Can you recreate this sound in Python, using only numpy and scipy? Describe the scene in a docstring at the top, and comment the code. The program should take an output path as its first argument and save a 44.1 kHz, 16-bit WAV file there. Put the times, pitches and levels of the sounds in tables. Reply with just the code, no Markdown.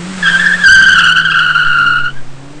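"""Two cars launch side by side on a concrete airstrip and pull away from the onlookers.
Engines and rush come first; at 0.2 s the far tyres chirp briefly and the far engine bogs down.
The near tyres squeal in stick-slip for about two seconds, loud enough to overload the microphone;
a low rumble swells under the squeal from 0.65 to 1 s. Wind buffets the microphone from 1.6 s;
the far engine picks up again, and the near one once its tyres grip.
Tones are sums of sine waves with unsteady pitch and level; the rush, rumble, air and wind are shaped noise."""
import sys
import numpy as np
from scipy import signal
from scipy.fft import rfft, irfft
from scipy.io import wavfile
from scipy.ndimage import uniform_filter1d

SR = 44100
rng = np.random.default_rng(int(sys.argv[2]) if len(sys.argv) > 2 else 0)


def digitize_waveform(pressure):
    """Quantize a signal to 16-bit integers and store it at the path in sys.argv[1].

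    Rows of a 2-D input are taken as channels; values are limited to [-1, 1].
    """
    field = np.atleast_2d(pressure).T
    bounded = np.clip(field, -1, 1)
    quanta = np.round(bounded * 32767).astype(np.int16)
    wavfile.write(sys.argv[1], SR, quanta)


N = 114660  # length in samples, 2.6 s
T = np.arange(N) / SR  # time of each sample, s
HZ = np.fft.rfftfreq(N, 1 / SR)  # frequency of each spectrum bin


def amp(db):
    """Turns decibels into gain."""
    return 10 ** (np.asarray(db) / 20)


def unit(x):
    """Scales a signal to an average (rms) level of 1."""
    return x / np.sqrt(np.mean(x ** 2) + 1e-20)


def curve(table, axis=1):
    """Draws straight lines through one column of a time table, giving a value at every sample."""
    rows = np.array(table, float)
    return np.interp(T, rows[:, 0], rows[:, axis])


def turns(hz):
    """Adds up a changing frequency into the running phase of a sine wave, in radians."""
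    return 2 * np.pi * np.cumsum(hz) / SR


def filtered_noise(gain):
    """White noise with each frequency bin multiplied by a gain."""
    return irfft(rfft(rng.standard_normal(N)) * gain, N)


def noise(spectrum):
    """Noise of rms 1 whose strength at each frequency follows a table."""
    f, db = np.transpose(spectrum)
    bin_db = np.interp(np.log(HZ + 1), np.log(f + 1), db)
    return unit(filtered_noise(amp(bin_db)))


def wander(low_hz, high_hz):
    """Random motion of rms 1, mostly between two rates."""
    without_slow = HZ ** 2 / (HZ ** 2 + low_hz ** 2)
    without_fast = 1 / np.sqrt((1 + HZ / low_hz) * (1 + (HZ / high_hz) ** 4))
    return unit(filtered_noise(without_slow * without_fast))


# Colour of the open-air background. Each row: frequency in Hz, relative strength in dB per Hz.
AIR_SPECTRUM = [(15, -29.5), (25, -0.5), (36, -20.5), (80, -31.5), (139, -15), (197, -16), (265, -30.5),
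                (481, -19.5), (990, -21.5), (7980, -38.5), (9500, -45), (12400, -88.5), (20900, -120)]


def open_air():
    """The steady background of the open airstrip, as noise."""
    return noise(AIR_SPECTRUM) * amp(-38)


# Colour of the wind on the microphone. Each row: frequency in Hz, relative strength in dB per Hz.
WIND_SPECTRUM = [(0, -46), (2, -1), (4, 1), (8, -9.5), (14, -22.5), (30, -33), (100, -50), (400, -80.5)]
# Gusts. Each row: time in seconds, level in dB.
WIND_LEVEL = [(0, -42), (.3, -28.5), (1.55, -34), (1.68, -11), (1.8, -27), (2.0, -19), (2.3, -19),
              (2.42, -29), (2.56, -20), (2.6, -30)]


def wind():
    """Wind pushes on the microphone: very low noise that swells in gusts."""
    return noise(WIND_SPECTRUM) * amp(curve(WIND_LEVEL))


# Colour of the low overload rumble. Each row: frequency in Hz, relative strength in dB per Hz.
OVERLOAD_RUMBLE_SPECTRUM = [(20, -9.5), (45, 4.5), (120, -4.5), (250, -0.5), (500, -40.5), (1200, -49)]
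# Its rise and fall. Each row: time in seconds, level in dB.
OVERLOAD_RUMBLE_LEVEL = [(0, -46), (.25, -45), (.35, -39), (.615, -49.5), (.65, -31), (.83, -25),
                         (.88, -36), (.95, -27.5), (1.02, -38.5), (1.25, -44), (1.5, -55), (2.6, -51)]


def overload_rumble():
    """Low rumble under the loudest squeal, probably the microphone overloading: low noise."""
    return noise(OVERLOAD_RUMBLE_SPECTRUM) * amp(curve(OVERLOAD_RUMBLE_LEVEL))


# Colour of the rush of engines and road. Each row: frequency in Hz, relative strength in dB per Hz.
RUSH_SPECTRUM = [(180, -17.5), (300, -9), (490, -11.5), (575, -7.5), (725, -10), (1330, -2), (1580, -3),
                 (6340, -14.5), (7990, -10.5), (9500, -21.5), (12400, -48.5), (20900, -120)]
# Its rise and fall. Each row: time in seconds, level in dB before a slight flicker.
RUSH_LEVEL = [(0, -31.5), (.2, -27), (.35, -23.5), (.6, -27), (.8, -25.5), (1.2, -37.5), (1.8, -40.5),
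              (2.2, -47.5), (2.6, -45)]


def rush():
    """The breathy rush of engines and road: noise with a slight, quick flicker in level."""
    flicker_db = 0.4 * wander(low_hz=30, high_hz=250)
    return noise(RUSH_SPECTRUM) * amp(curve(RUSH_LEVEL) + flicker_db)


PIPE_HZ, PIPE_WIDTH_HZ = 297, 51  # exhaust pipe resonance: centre, and distance where its dB boost halves


def engine(table, orders, waver, flutter_db, pipe_db):
    """Exhaust orders follow the engine speed, each a little unsteady, and swell near the pipe resonance."""
    hz = curve(table)
    phase = turns(hz * (1 + waver * wander(low_hz=18, high_hz=40)))
    tone = np.zeros(N)
    for order, db in orders:
        pipe_boost_db = pipe_db / (1 + ((order * hz - PIPE_HZ) / PIPE_WIDTH_HZ) ** 2)
        unsteady_db = flutter_db * wander(low_hz=16, high_hz=40)
        start_phase = 2 * np.pi * rng.random()
        tone += amp(db + pipe_boost_db + unsteady_db) * np.sin(order * phase + start_phase)
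    return unit(tone) * amp(curve(table, axis=2))


# Far engine. Each row: time in seconds, crank turns per second, level in dB.
FAR_ENGINE = [(0, 120, -33.5), (.12, 94, -36.5), (.25, 77, -63), (.6, 62, -56), (1.3, 55, -38.5),
              (1.7, 56.3, -44.5), (1.82, 67.5, -31.5), (1.95, 74, -40), (2.1, 78.6, -42), (2.3, 87, -43),
              (2.6, 101, -36.5)]
# Its exhaust orders. Each row: multiple of the crank rate, relative level in dB before boost and flutter.
FAR_ORDERS = [(1.5, 1), (3, 1.5), (4, -2.5), (4.5, -17.5), (5, -10), (6, -5.5), (7.5, -10.5), (9, -11.5)]


def far_engine():
    """The far engine bogs down, then picks up speed again."""
    return engine(FAR_ENGINE, FAR_ORDERS, waver=0.0044, flutter_db=2.2, pipe_db=9)


# Near four-cylinder engine. Each row: time in seconds, firings per second (Hz), level in dB.
NEAR_ENGINE = [(0, 169.5, -23.5), (.09, 188.7, -23.5), (.16, 190, -25), (.26, 169.6, -24.5),
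               (.42, 176.8, -25.5), (.58, 180, -26), (.9, 171.2, -25.5), (1.48, 155.3, -30.5),
               (2.0, 140.1, -30), (2.27, 133.3, -36.5), (2.41, 135, -33), (2.6, 151.7, -35)]
# Its exhaust orders. Each row: multiple of the firing rate, relative level in dB before boost and flutter.
NEAR_ORDERS = [(.5, -18.5), (1, 1.5), (1.5, -30), (2, -17.5), (2.5, -22), (3, -19.5), (4, -23)]


def near_engine():
    """The near engine sinks in speed while its tyres spin, then climbs once they grip."""
    return engine(NEAR_ENGINE, NEAR_ORDERS, waver=0.0067, flutter_db=1.4, pipe_db=4)


# Overtones of the stick-slip cycle. Each row: multiple of the pitch, relative level in dB before wandering.
OVERTONES = [(2, -11), (3, -27), (4, -39), (5, -47), (6, -44)]


def tyre(hz, rough, edge, jitter, flutter_db):
    """Rubber sticks and slips on concrete: pitch warbles, edge comes and goes, and broken grip falters."""
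    # warble and jitter are fractions of the pitch, growing with roughness (0 to 1)
    warble = 0.035 * np.sqrt(rough) * wander(low_hz=19, high_hz=42)
    fast_jitter = rough * jitter * wander(low_hz=58.3, high_hz=165)
    phase = turns(hz * (1 + warble + fast_jitter))
    overtones = np.zeros(N)
    for multiple, db in OVERTONES:
        overtones += amp(db + 2.6 * wander(low_hz=5, high_hz=109)) * np.sin(multiple * phase)
    bite = edge * amp(2.47 * wander(low_hz=6, high_hz=35))
    lost_grip = np.maximum(wander(low_hz=27.5, high_hz=106) + 0.24, 0)
    grip = amp(-rough * flutter_db * lost_grip)
    return unit(grip * (np.sin(phase) + bite * overtones))


# Far tyres. Each row: time in seconds, pitch in Hz, level in dB.
CHIRP = [(.22, 1395, -75), (.265, 1340, -15), (.31, 1358, -32), (.38, 1360, -23), (.5, 1462, -37),
         (.62, 1296, -31), (.7, 1400, -64)]


def far_chirp():
    """The far car's tyres stick and slip in one short, rough chirp."""
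    tone = tyre(curve(CHIRP), rough=0.99, edge=1.0, jitter=.02, flutter_db=11.5)
    return tone * amp(curve(CHIRP, axis=2))


def scrub(hz, width_hz):
    """Loose sliding rings the tread in a fuzzy band around the squeal."""
    slow_gain = 1 / (1 + (HZ / width_hz) ** 4)
    phase = turns(hz)
    # two slow noises on a cosine and a sine carry the fuzz up to the squeal's pitch
    return unit(filtered_noise(slow_gain) * np.cos(phase) + filtered_noise(slow_gain) * np.sin(phase))


# Pitch of the near tyres. Each row: time in seconds, stick-slip pitch in Hz.
SQUEAL_PITCH = [(.22, 1710), (.255, 1610), (.28, 1658), (.345, 1550), (.40, 1690), (.47, 1670), (.5, 1638),
                (.535, 1734), (.585, 1645), (.615, 1748), (.65, 1552), (.665, 1592), (.685, 1473),
                (.71, 1558), (.79, 1557), (.82, 1513), (.85, 1558), (1.0, 1483), (1.08, 1463), (1.22, 1508),
                (1.4, 1453), (1.52, 1456), (1.7, 1440), (1.84, 1406), (2.09, 1436), (2.19, 1640)]
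# Loudness of the near tyres. Each row: time in seconds, level in dB.
SQUEAL_LEVEL = [(.219, -59), (.229, -11), (.3, -6.5), (.32, -16), (.35, -8.5), (.385, -20), (.4, -7),
                (.425, -14), (.465, -2.5), (.485, -12.5), (.538, -6.5), (.56, -28), (.6, -15.5),
                (.633, -14), (.643, 0), (.7, 3), (.85, -3.5), (1.12, -5), (1.143, -23), (1.153, -9),
                (1.185, -3.5), (1.24, -18.5), (1.249, -8.5), (1.3, -12), (1.41, -7), (1.46, -10.5),
                (1.52, -7.5), (1.544, -25), (1.552, -6), (1.65, -11), (1.81, -8.5), (1.97, -9),
                (2.03, -19.5), (2.06, -11), (2.105, -25.5), (2.13, -47), (2.162, -42), (2.172, -32),
                (2.2, -39.5), (2.23, -74)]
# Feel of the near tyres. Each row: time in seconds, shift of all overtones in dB, roughness from 0 to 1.
SQUEAL_TEXTURE = [(.25, -0.5, 0.34), (.35, 2.5, 0.8), (.45, -10, 0.57), (.6, -7, 0.6), (.7, -2, 0.29),
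                  (.8, 0, 0.89), (1.05, 4, 0.99), (1.2, 1.5, 0.87), (1.4, 1, 0.79), (1.65, -1, 0.93),
                  (1.9, -6, 0.48), (2.1, -2, 0.53)]
# Colour of the grit under the sliding rubber. Each row: frequency in Hz, relative strength in dB per Hz.
GRIT_SPECTRUM = [(300, -24), (1500, -11.5), (2200, -10.5), (2700, 11.5), (3550, -1.5), (4100, 15.5),
                 (5200, -7.5), (5900, -12.5), (8200, -2.5), (9500, -28.5)]


def near_squeal():
    """Both driven tyres of the near car stick and slip, the second dulled behind the body, over grit."""
    hz = curve(SQUEAL_PITCH)
    edge = amp(curve(SQUEAL_TEXTURE))
    rough = curve(SQUEAL_TEXTURE, axis=2)
    first = tyre(hz, rough, edge, jitter=0.029, flutter_db=4)
    # the second tyre is pitched 1.2 % higher
    second = tyre(hz * 1.012, rough, 0.42 * edge, jitter=0.048, flutter_db=8.5)
    fuzz = rough * scrub(hz, width_hz=220)
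    tyres = unit(first + amp(-9.5) * second + amp(-14.5) * fuzz)
    outline = abs(signal.hilbert(tyres))  # the grit swells and fades with the squeal
    grit = amp(-31) * noise(GRIT_SPECTRUM) * outline
    return (tyres + grit) * amp(curve(SQUEAL_LEVEL))


def airstrip(x, wet_db, t60):
    """A short scatter of echoes from car bodies, barriers and the crowd, fading 60 dB in t60 seconds."""
    delay = rng.uniform(0.00302, .07, size=40)  # seconds
    taps = np.zeros(SR)
    taps[(delay * SR).astype(int)] = rng.choice([-1, 1], size=40) * amp(-60 * delay / t60)
    echoes = signal.fftconvolve(x, taps / np.linalg.norm(taps))[:N]
    return x + amp(wet_db) * echoes


def scene():
    """Adds air, wind, rumble, rush and engines to the tyres, which alone get echoes."""
    background = open_air() + wind() + overload_rumble() + rush()
    engines = far_engine() + near_engine()
    tyres = airstrip(near_squeal() + far_chirp(), wet_db=-6, t60=0.089)
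    return (background + engines + tyres)[None]


LIMIT_DB, LIMIT_SHARE = -5, 0.33  # threshold, and the share of the excess dB that is taken away
LIMIT_WINDOW_S, RECOVER_DB_PER_S = 0.0037, 158.5  # averaging time, and how fast the held level falls


def limiter(x):
    """Turns the gain down quickly on loud peaks and lets it recover."""
    power = uniform_filter1d((x ** 2).mean(0), int(LIMIT_WINDOW_S * SR))
    level_db = 10 * np.log10(abs(power) + 1e-12)
    # a running maximum on a rising ramp makes the held level fall steadily after each peak
    ramp_db = T * RECOVER_DB_PER_S
    held_db = np.maximum.accumulate(level_db + ramp_db) - ramp_db
    return x / amp(LIMIT_SHARE * np.maximum(held_db - LIMIT_DB, 0))


CLIP_LEVEL, CLIP_HARDNESS, CLIP_BIAS = 0.93, 5.7, .015  # ceiling, sharpness of its knee, lopsidedness


def record(dry):
    """The loudest squeal gets past the limiter and clips, slightly lopsided; then the treble is cut."""
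    # clipping runs at twice the sample rate, to reduce false tones
    fine = signal.resample_poly(limiter(dry), 2, 1, axis=1, padtype="edge") + CLIP_BIAS
    squash = (1 + abs(fine / CLIP_LEVEL) ** CLIP_HARDNESS) ** (1 / CLIP_HARDNESS)
    clipped = fine / squash - CLIP_BIAS
    lowpass = signal.ellip(8, .05, 50, 9350, fs=2 * SR, output="sos")  # cutoff in Hz
    return signal.sosfiltfilt(lowpass, clipped)[:, ::2]


dry = scene()
out = record(dry)
digitize_waveform(out)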